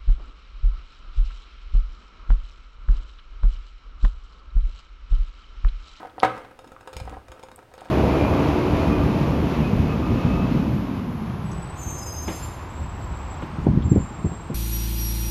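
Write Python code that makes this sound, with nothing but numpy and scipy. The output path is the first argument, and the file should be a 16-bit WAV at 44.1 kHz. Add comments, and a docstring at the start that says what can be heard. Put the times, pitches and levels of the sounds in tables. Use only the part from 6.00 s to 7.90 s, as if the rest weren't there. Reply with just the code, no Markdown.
"""In a small hard-walled kitchen, close to the microphone, a wire whisk beats thick batter in a glass bowl.
The bowl is held by hand on the counter: it knocks (once hard), bumps and rumbles as pulses, rings and noise.
Wires click and scrape on the glass as damped modes and noisy slips. The batter squelches and crackles as
filtered grains that follow the drag. Short damped snaps make small pops and sharpen some wire clicks.
A few dry ticks, a faint steady background, and the kitchen's echoes and tail complete the place."""
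import sys
import numpy as np
from scipy import signal
from scipy.io import wavfile

SR = 44100
rng = np.random.default_rng(int(sys.argv[2]) if len(sys.argv) > 2 else 0)


def unload_audio(sound):
    """Save the sound as a 16-bit wav file, at the path given as the first command line argument."""
    columns = np.transpose(np.atleast_2d(sound))
    # keep every value between -1 and 1, then stretch to whole-number steps
    steps = np.round(np.clip(columns, -1, 1) * 32767)
    wavfile.write(sys.argv[1], SR, steps.astype(np.int16))


N = 83790  # length [samples], 1.9 s
REF_S = 0.01  # a hit at 0 dB has the energy of this many seconds at rms 1


def amp(db):
    """Decibels to gain."""
    return 10 ** (np.asarray(db) / 20)


def read(points, hz):
    """Reads a (frequency, value) table on a log-frequency axis."""
    f, value = np.transpose(points)
    return np.interp(np.log(hz + 1), np.log(f + 1), value)


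def evened(x):
    """Scales to rms 1."""
    return x / np.sqrt(np.mean(x ** 2) + 1e-20)


def sized(x):
    """Gives a hit the energy of REF_S seconds at rms 1."""
    return x * np.sqrt(REF_S * SR / (np.sum(x ** 2) + 1e-20))


def add(mix, s, sound):
    """Mixes a sound in at a time in seconds, in place."""
    part = mix[max(round(s * SR), 0):][:len(sound)]
    part += sound[:len(part)]


def pulse(colour, tilt_db=0, size=4096):
    """A minimum-phase pulse with the given spectrum, tilted in dB per octave above 1 kHz."""
    hz = abs(np.fft.fftfreq(size, 1 / SR))
    octaves = np.log2(np.maximum(hz / 1000, 1))
    log_gain = np.log(amp(read(colour, hz) + tilt_db * octaves))
    # The Hilbert transform of the log gain supplies the phase of a causal pulse
    spectrum = np.exp(np.conj(signal.hilbert(log_gain)))
    return np.fft.ifft(spectrum).real[:size // 2]


def through(x, response):
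    """Convolves and keeps the length."""
    return signal.fftconvolve(x, response)[:len(x)]


def dying(t, t60):
    """Exponential decay, 60 dB down after t60 seconds."""
    return np.exp(-np.log(1000) * t / t60)


def ring(modes, scatter_db):
    """Sum of damped sines, each made louder or softer by its own scatter."""
    t = np.arange(SR // 2) / SR
    total = np.zeros(len(t))
    for (hz, db, t60), shift_db in zip(modes, scatter_db):
        total += amp(db + shift_db) * dying(t, t60) * np.sin(2 * np.pi * hz * t)
    return sized(total)


def blips(table, rise_s):
    """One damped resonance per row (time, frequency, level, t60), with a soft start."""
    out = np.zeros(N)
    t = np.arange(SR // 2) / SR
    rise = 1 - np.exp(-(t / rise_s) ** 2)
    for s, hz, db, t60 in table:
        tone = rise * dying(t, t60) * np.sin(2 * np.pi * hz * t)
        add(out, s, amp(db) * sized(tone))
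    return out


def grains(colour):
    """A dense patter of tiny snaps of uneven size and random sign, coloured and scaled to rms 1."""
    per_second, spread_db = 1400, 5
    sizes = amp(spread_db * np.minimum(rng.exponential(1, N), 4)) * rng.choice([-1, 1], N)
    patter = sizes * (rng.random(N) < per_second / SR)
    return evened(through(patter, pulse(colour)))


def background():
    """Faint steady noise with a fixed spectrum."""
    # Background colour: (frequency [Hz], relative level [dB])
    floor_colour = [(20, -12), (50, -12), (100, -8), (180, -22), (300, -14), (700, -18), (2000, -28.5),
                    (5000, -38), (9000, -46), (15500, -47)]
    level_db = -55
    return amp(level_db) * evened(through(rng.standard_normal(N), pulse(floor_colour)))


def kitchen(x):
    """Echoes off counter and wall, a quick scatter off the jars and a longer tail."""
    # Near surfaces: (delay [s], gain)
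    echoes = [(.0016, 0.1), (.0052, 0.05), (.0094, 0.14), (0.0173, 0.14)]
    # Decay of the room's tail: (frequency [Hz], t60 [s])
    tail_t60 = [(120, 0.62), (400, 0.78), (1000, 0.38), (2500, 0.57), (7000, 0.43), (15000, 1)]
    # Colour of the room's tail: (frequency [Hz], relative level [dB])
    tail_colour = [(100, 0), (400, -4), (800, -4), (1300, 9), (2000, 4.5), (3500, 2), (8000, 2),
                   (15000, -2.5)]
    near_db, near_t60_s, near_rise_s = -7.5, 0.098, 0.0032
    tail_db, tail_rise_s = -10, 0.025
    t = np.arange(SR) / SR
    near = rng.standard_normal(SR) * dying(t, near_t60_s) * np.minimum(t / near_rise_s, 1)
    # Each frequency band of the tail dies at its own rate
    hz, times, bands = signal.stft(rng.standard_normal(SR), SR, nperseg=256)
    bands = bands * dying(times, read(tail_t60, hz)[:, None])
    tail = signal.istft(bands, SR, nperseg=256)[1][:SR]
    tail = through(tail, pulse(tail_colour)) * np.minimum(t / tail_rise_s, 1)
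    response = amp(near_db) * near / np.linalg.norm(near)
    response += amp(tail_db) * tail / np.linalg.norm(tail)
    for delay, gain in echoes:
        add(response, delay, np.array([gain]))
    return x + through(x, response)


def rumble():
    """The held bowl shifts on the counter in the middle of the beating: low noise that swells and fades."""
    # Loudness of the shifting: (time [s], level [dB])
    shift = [(0, -77), (.9, -64), (.97, -46), (1.04, -45.5), (1.12, -41.5), (1.2, -58), (1.3, -62),
             (1.4, -68), (1.9, -87)]
    # Its colour: (frequency [Hz], relative level [dB])
    rumble_colour = [(20, -37), (45, -2), (65, -3.5), (110, -12), (200, -19), (500, -40), (2000, -67)]
    level = amp(np.interp(np.arange(N) / SR, *np.transpose(shift)))
    return level * evened(through(rng.standard_normal(N), pulse(rumble_colour)))


def bumps():
    """Soft low bumps of the bowl in the hand, each a damped low resonance."""
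    # Bumps: (time [s], frequency [Hz], level [dB], t60 [s])
    bump_rows = [(.663, 268, -42, 0.12), (.962, 70, -35, 0.068), (1.0125, 90, -30, 0.036),
                 (1.043, 60.4, -32.5, 0.23), (1.085, 123, -53, 0.023), (1.11, 286, -39.5, 0.23),
                 (1.17, 59, -40.5, 0.061), (1.293, 60.2, -42.5, 0.083), (1.52, 247, -49, .09)]
    return blips(bump_rows, rise_s=0.005)


def knocks():
    """Each knock is a blunt pulse, spread by the counter (treble first), with gritty chatter and a short ring."""
    # Bowl on counter: (time [s], level [dB], treble tilt above 1 kHz [dB per octave])
    knock_rows = [(.005, -49.5, 1.5), (.0298, -42, -15), (.0497, -38.5, -4), (.1810, -37.5, -4),
                  (.2240, -38, 2.5), (.2316, -14.5, 1.5), (.4475, -47.5, 4), (1.076, -39, -2),
                  (1.1275, -43.5, -8), (1.138, -46, 3.5), (1.1445, -51, 2), (1.169, -41, -8),
                  (1.582, -51, -12), (1.716, -55, 1), (1.818, -69, -19), (1.8855, -51.5, 5)]
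    # Spectrum of one knock: (frequency [Hz], relative level [dB])
    knock_colour = [(20, -51), (50, -47), (110, -2.5), (240, 1), (380, -0.5), (500, 5), (740, 11),
                    (950, 8.5), (1200, 0.5), (1700, -18.5), (3100, -40.5), (4500, -32), (7000, -45),
                    (15000, -69)]
    # Resonant peaks that give the knock its short ring, some body modes, some from the double hit:
    # (frequency [Hz], relative level [dB], t60 [s])
    ring_peaks = [(118, -11, .3), (243, -14, .2), (316, -6, .22), (449, -9, .2), (511, 2, .17),
                  (559, -3, .18), (620, -7, .14), (762, -1, .22), (1072, -12, .22), (1188, -9, .2),
                  (1588, -12, .2)]
    # Gritty chatter of the glass foot as it lands: (frequency [Hz], relative level [dB])
    chatter_colour = [(40, -73), (300, -33), (900, 0.5), (1700, 10.5), (2500, -1), (3200, -3.5),
                      (4500, -14), (5800, -23), (7800, -28), (10000, -31.5), (15000, -44.5)]
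    ring_db, chatter_db, chatter_t60_s = -4.5, -8, 0.055
    rock_s, rock_db = 0.004, -4  # the bowl rocks on its foot at every knock
    bounce_s, bounce_db = 0.01587, -5.5  # the hardest knock bounces once
    low_cut_hz, spread_hz = 65, 2300
    out = np.zeros(N)
    t = np.arange(SR // 8) / SR
    short_ring = ring(ring_peaks, np.zeros(len(ring_peaks)))
    hard_s, hard_db, hard_tilt = max(knock_rows, key=lambda row: row[1])
    bounce = (hard_s + bounce_s, hard_db + bounce_db, hard_tilt)
    for s, db, tilt in knock_rows + [bounce]:
        blow = sized(pulse(knock_colour, tilt))
        chatter = rng.standard_normal(len(t)) * dying(t, chatter_t60_s)
        grit = sized(through(chatter, pulse(chatter_colour, tilt)))
        add(out, s, amp(db) * blow)
        add(out, s + rock_s, amp(db + rock_db) * blow)
        add(out, s, amp(db + ring_db) * short_ring)
        add(out, s, amp(db + chatter_db + tilt) * grit)  # a brighter knock is also grittier
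    out = signal.sosfilt(signal.butter(2, low_cut_hz, "high", fs=SR, output="sos"), out)
    # An allpass delays the low part more than the treble
    lag = np.exp(-2 * np.pi * spread_hz / SR)
    return signal.lfilter([-lag, 1], [1, -lag], out)


def ticks():
    """Small dry ticks, each a very short damped resonance."""
    # Ticks: (time [s], frequency [Hz], level [dB], t60 [s])
    tick_rows = [(.1958, 10700, -57.5, 0.0093), (.1962, 4440, -55.5, 0.006), (.2011, 3330, -42.5, .002),
                 (.2012, 4700, -44, 0.0011), (1.5607, 8520, -51, 0.0018), (1.5608, 12500, -56.5, 0.00043)]
    return blips(tick_rows, rise_s=0.00039)


def scrapes():
    """A wire dragged along the glass swells and fades as a run of tiny slips."""
    # Scrapes: (time [s], length [s], level [dB])
    scrape_rows = [(0.918, .12, -56), (1.61, 0.036, -76), (1.771, 0.042, -49.5), (1.814, 0.076, -62)]
    # Their colour: (frequency [Hz], relative level [dB])
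    scrape_colour = [(500, 8), (1400, 9), (2500, 0), (3600, 4), (4600, 3.5), (6000, -20), (8500, -35),
                     (15000, -28)]
    level = np.zeros(N)
    for s, length, db in scrape_rows:
        swell = np.sqrt(np.hanning(round(length * SR)) + 1e-12)
        add(level, s, amp(db) * swell)
    return level * grains(scrape_colour)


def snaps():
    """Small pops and the sharp first strike of some wire clicks, each a short damped resonance."""
    # Short damped snaps: (time [s], frequency [Hz], level [dB], t60 [s])
    snap_rows = [(.0975, 3200, -60, 0.005), (.6065, 4960, -84, .001), (.7643, 1176, -44.5, 0.014),
                 (1.096, 2660, -57, 0.0041), (1.0962, 6300, -58, 0.00037), (1.4862, 1240, -48.5, 0.004),
                 (1.5158, 1110, -48, 0.0051), (1.7793, 1136, -57, 0.0013), (1.818, 746, -40, 0.014)]
    return blips(snap_rows, rise_s=0.00019)


def batter():
    """Dull squelch and fine crackle both follow the drag of the whisk, the crackle less strongly."""
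    # How hard the whisk drags through the batter: (time [s], squelch level [dB])
    drag_curve = [(0, -39), (.06, -44), (.14, -68.5), (.2, -44), (0.399, -43), (0.562, -72), (.67, -56),
                  (.78, -60), (.9, -52.5), (.99, -54.5), (1.13, -46), (1.25, -67.5), (1.34, -53),
                  (1.519, -62), (1.68, -70), (1.751, -59), (1.812, -54), (1.9, -50)]
    # Colour of the squelch: (frequency [Hz], relative level [dB])
    squelch_colour = [(20, -27), (60, -18), (170, -0.5), (270, 8), (380, -3), (520, 4), (800, -1),
                      (1300, -1.5), (2000, -13), (4000, -23.5), (8000, -34.5), (15000, -40)]
    # Colour of the crackle: (frequency [Hz], relative level [dB])
    crackle_colour = [(1000, -17), (2800, 34), (5000, -46), (7500, 11), (8700, 23.5), (12000, -5),
                      (16000, -64)]
    drag_ref_db, crackle_db = -50, -72.5  # crackle level when the drag is at its reference
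    crackle_follow = 0.28  # dB of crackle per dB of drag
    drag_db = np.interp(np.arange(N) / SR, *np.transpose(drag_curve))
    squelch = amp(drag_db) * grains(squelch_colour)
    crackle_level = amp(crackle_db + crackle_follow * (drag_db - drag_ref_db))
    return squelch + crackle_level * grains(crackle_colour)


def wires():
    """A wire lands, rasps for a few milliseconds and rings the glass; the moving batter detunes each ring."""
    # Wires striking the glass: (time [s], level of the low part [dB], level of the bright part [dB])
    clicks = [(.379, -41.5, -54), (0.5114, -44.5, -64.5), (0.5904, -40.5, -50), (0.644, -45.5, -57),
              (0.6738, -50, -54.5), (.719, -41.5, -54), (.8093, -45, -55.5), (0.8744, -34.5, -45),
              (0.93, -41.5, -46), (0.9352, -45, -47), (0.967, -37, -36), (1.0004, -37, -42.5),
              (1.053, -50, -57), (1.2829, -43.5, -53.5), (1.318, -43, -45), (1.3212, -41.5, -68),
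              (1.381, -56, -73), (1.3946, -44.5, -55), (1.429, -52, -51), (1.4347, -38.5, -48.5),
              (1.486, -47, -57.5), (1.5153, -46.5, -52.5), (1.5895, -44, -57), (1.628, -48, -67),
              (1.739, -42, -51.5), (1.7517, -69, -58), (1.779, -42, -55.5), (1.792, -53.5, -64),
              (1.8082, -48.5, -51), (1.8475, -73, -54.5), (1.855, -41.5, -54.5)]
    # Low modes of the bowl, damped by the batter: (frequency [Hz], relative level [dB], t60 [s])
    low_modes = [(515, 3, .14), (780, -7, .045), (885, -5, .04), (1290, -6, .035), (1604, -8, .035)]
    # Upper modes of the bowl: (frequency [Hz], relative level [dB], t60 [s])
    bright_modes = [(2400, 0, .045), (3680, 0, .045), (5130, -2, .05), (6650, -2, .03), (8450, -5, .022),
                    (10200, -9, .015), (12100, -10, .015)]
    # Rasp of a wire sliding over the glass, low part: (frequency [Hz], relative level [dB])
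    low_rasp = [(100, 0.5), (330, -6.5), (550, 2), (850, 5), (1500, 0.5), (2200, -12), (5000, -32)]
    # Bright part of the rasp: (frequency [Hz], relative level [dB])
    bright_rasp = [(1000, -41), (2200, 10), (3700, 6.5), (5800, -1), (7600, 0), (8700, 1), (12000, -10),
                   (16000, -27)]
    low_ring_db, bright_ring_db, low_rasp_db, bright_rasp_db = -3, -8, -6.5, -6
    detune, mode_scatter_db = 0.012, 2.5  # standard deviations: share of frequency, level by place of blow
    contact_t60_s = 0.02
    out = np.zeros(N)
    t = np.arange(SR // 10) / SR
    low_pulse, bright_pulse = pulse(low_rasp), pulse(bright_rasp)
    for s, low_db, bright_db in clicks:
        low = (low_db, low_modes, low_ring_db, low_pulse, low_rasp_db)
        bright = (bright_db, bright_modes, bright_ring_db, bright_pulse, bright_rasp_db)
        for db, modes, ring_db, colour, rasp_db in (low, bright):
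            slips = rng.standard_normal(len(t)) * rng.exponential(1, len(t))
            slips = slips * dying(t, contact_t60_s)
            loaded = [(hz * (1 + detune * rng.standard_normal()), level, t60) for hz, level, t60 in modes]
            scatter_db = mode_scatter_db * rng.standard_normal(len(modes))
            add(out, s, amp(db + rasp_db) * sized(through(slips, colour)))
            add(out, s, amp(db + ring_db) * ring(loaded, scatter_db))
    return out


def scene():
    """The whisking in the kitchen over a faint steady background; background and rumble get no echo."""
    tick_room = 0.45  # share of the ticks that the kitchen answers
    bowl = knocks() + wires() + scrapes() + batter() + snaps() + bumps()
    dry_ticks = ticks()
    in_room = kitchen(bowl + tick_room * dry_ticks)
    mix = in_room + (1 - tick_room) * dry_ticks + background() + rumble()
    return mix[None]


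def record(dry):
    """Full-scale clipping, then a steep band limit."""
    edge_hz = 16200
    lowpass = signal.firwin(511, edge_hz, window=("kaiser", 9), fs=SR)
    return signal.oaconvolve(np.clip(dry, -1, 1), lowpass[None], "same")


dry = scene()
out = record(dry)
unload_audio(out)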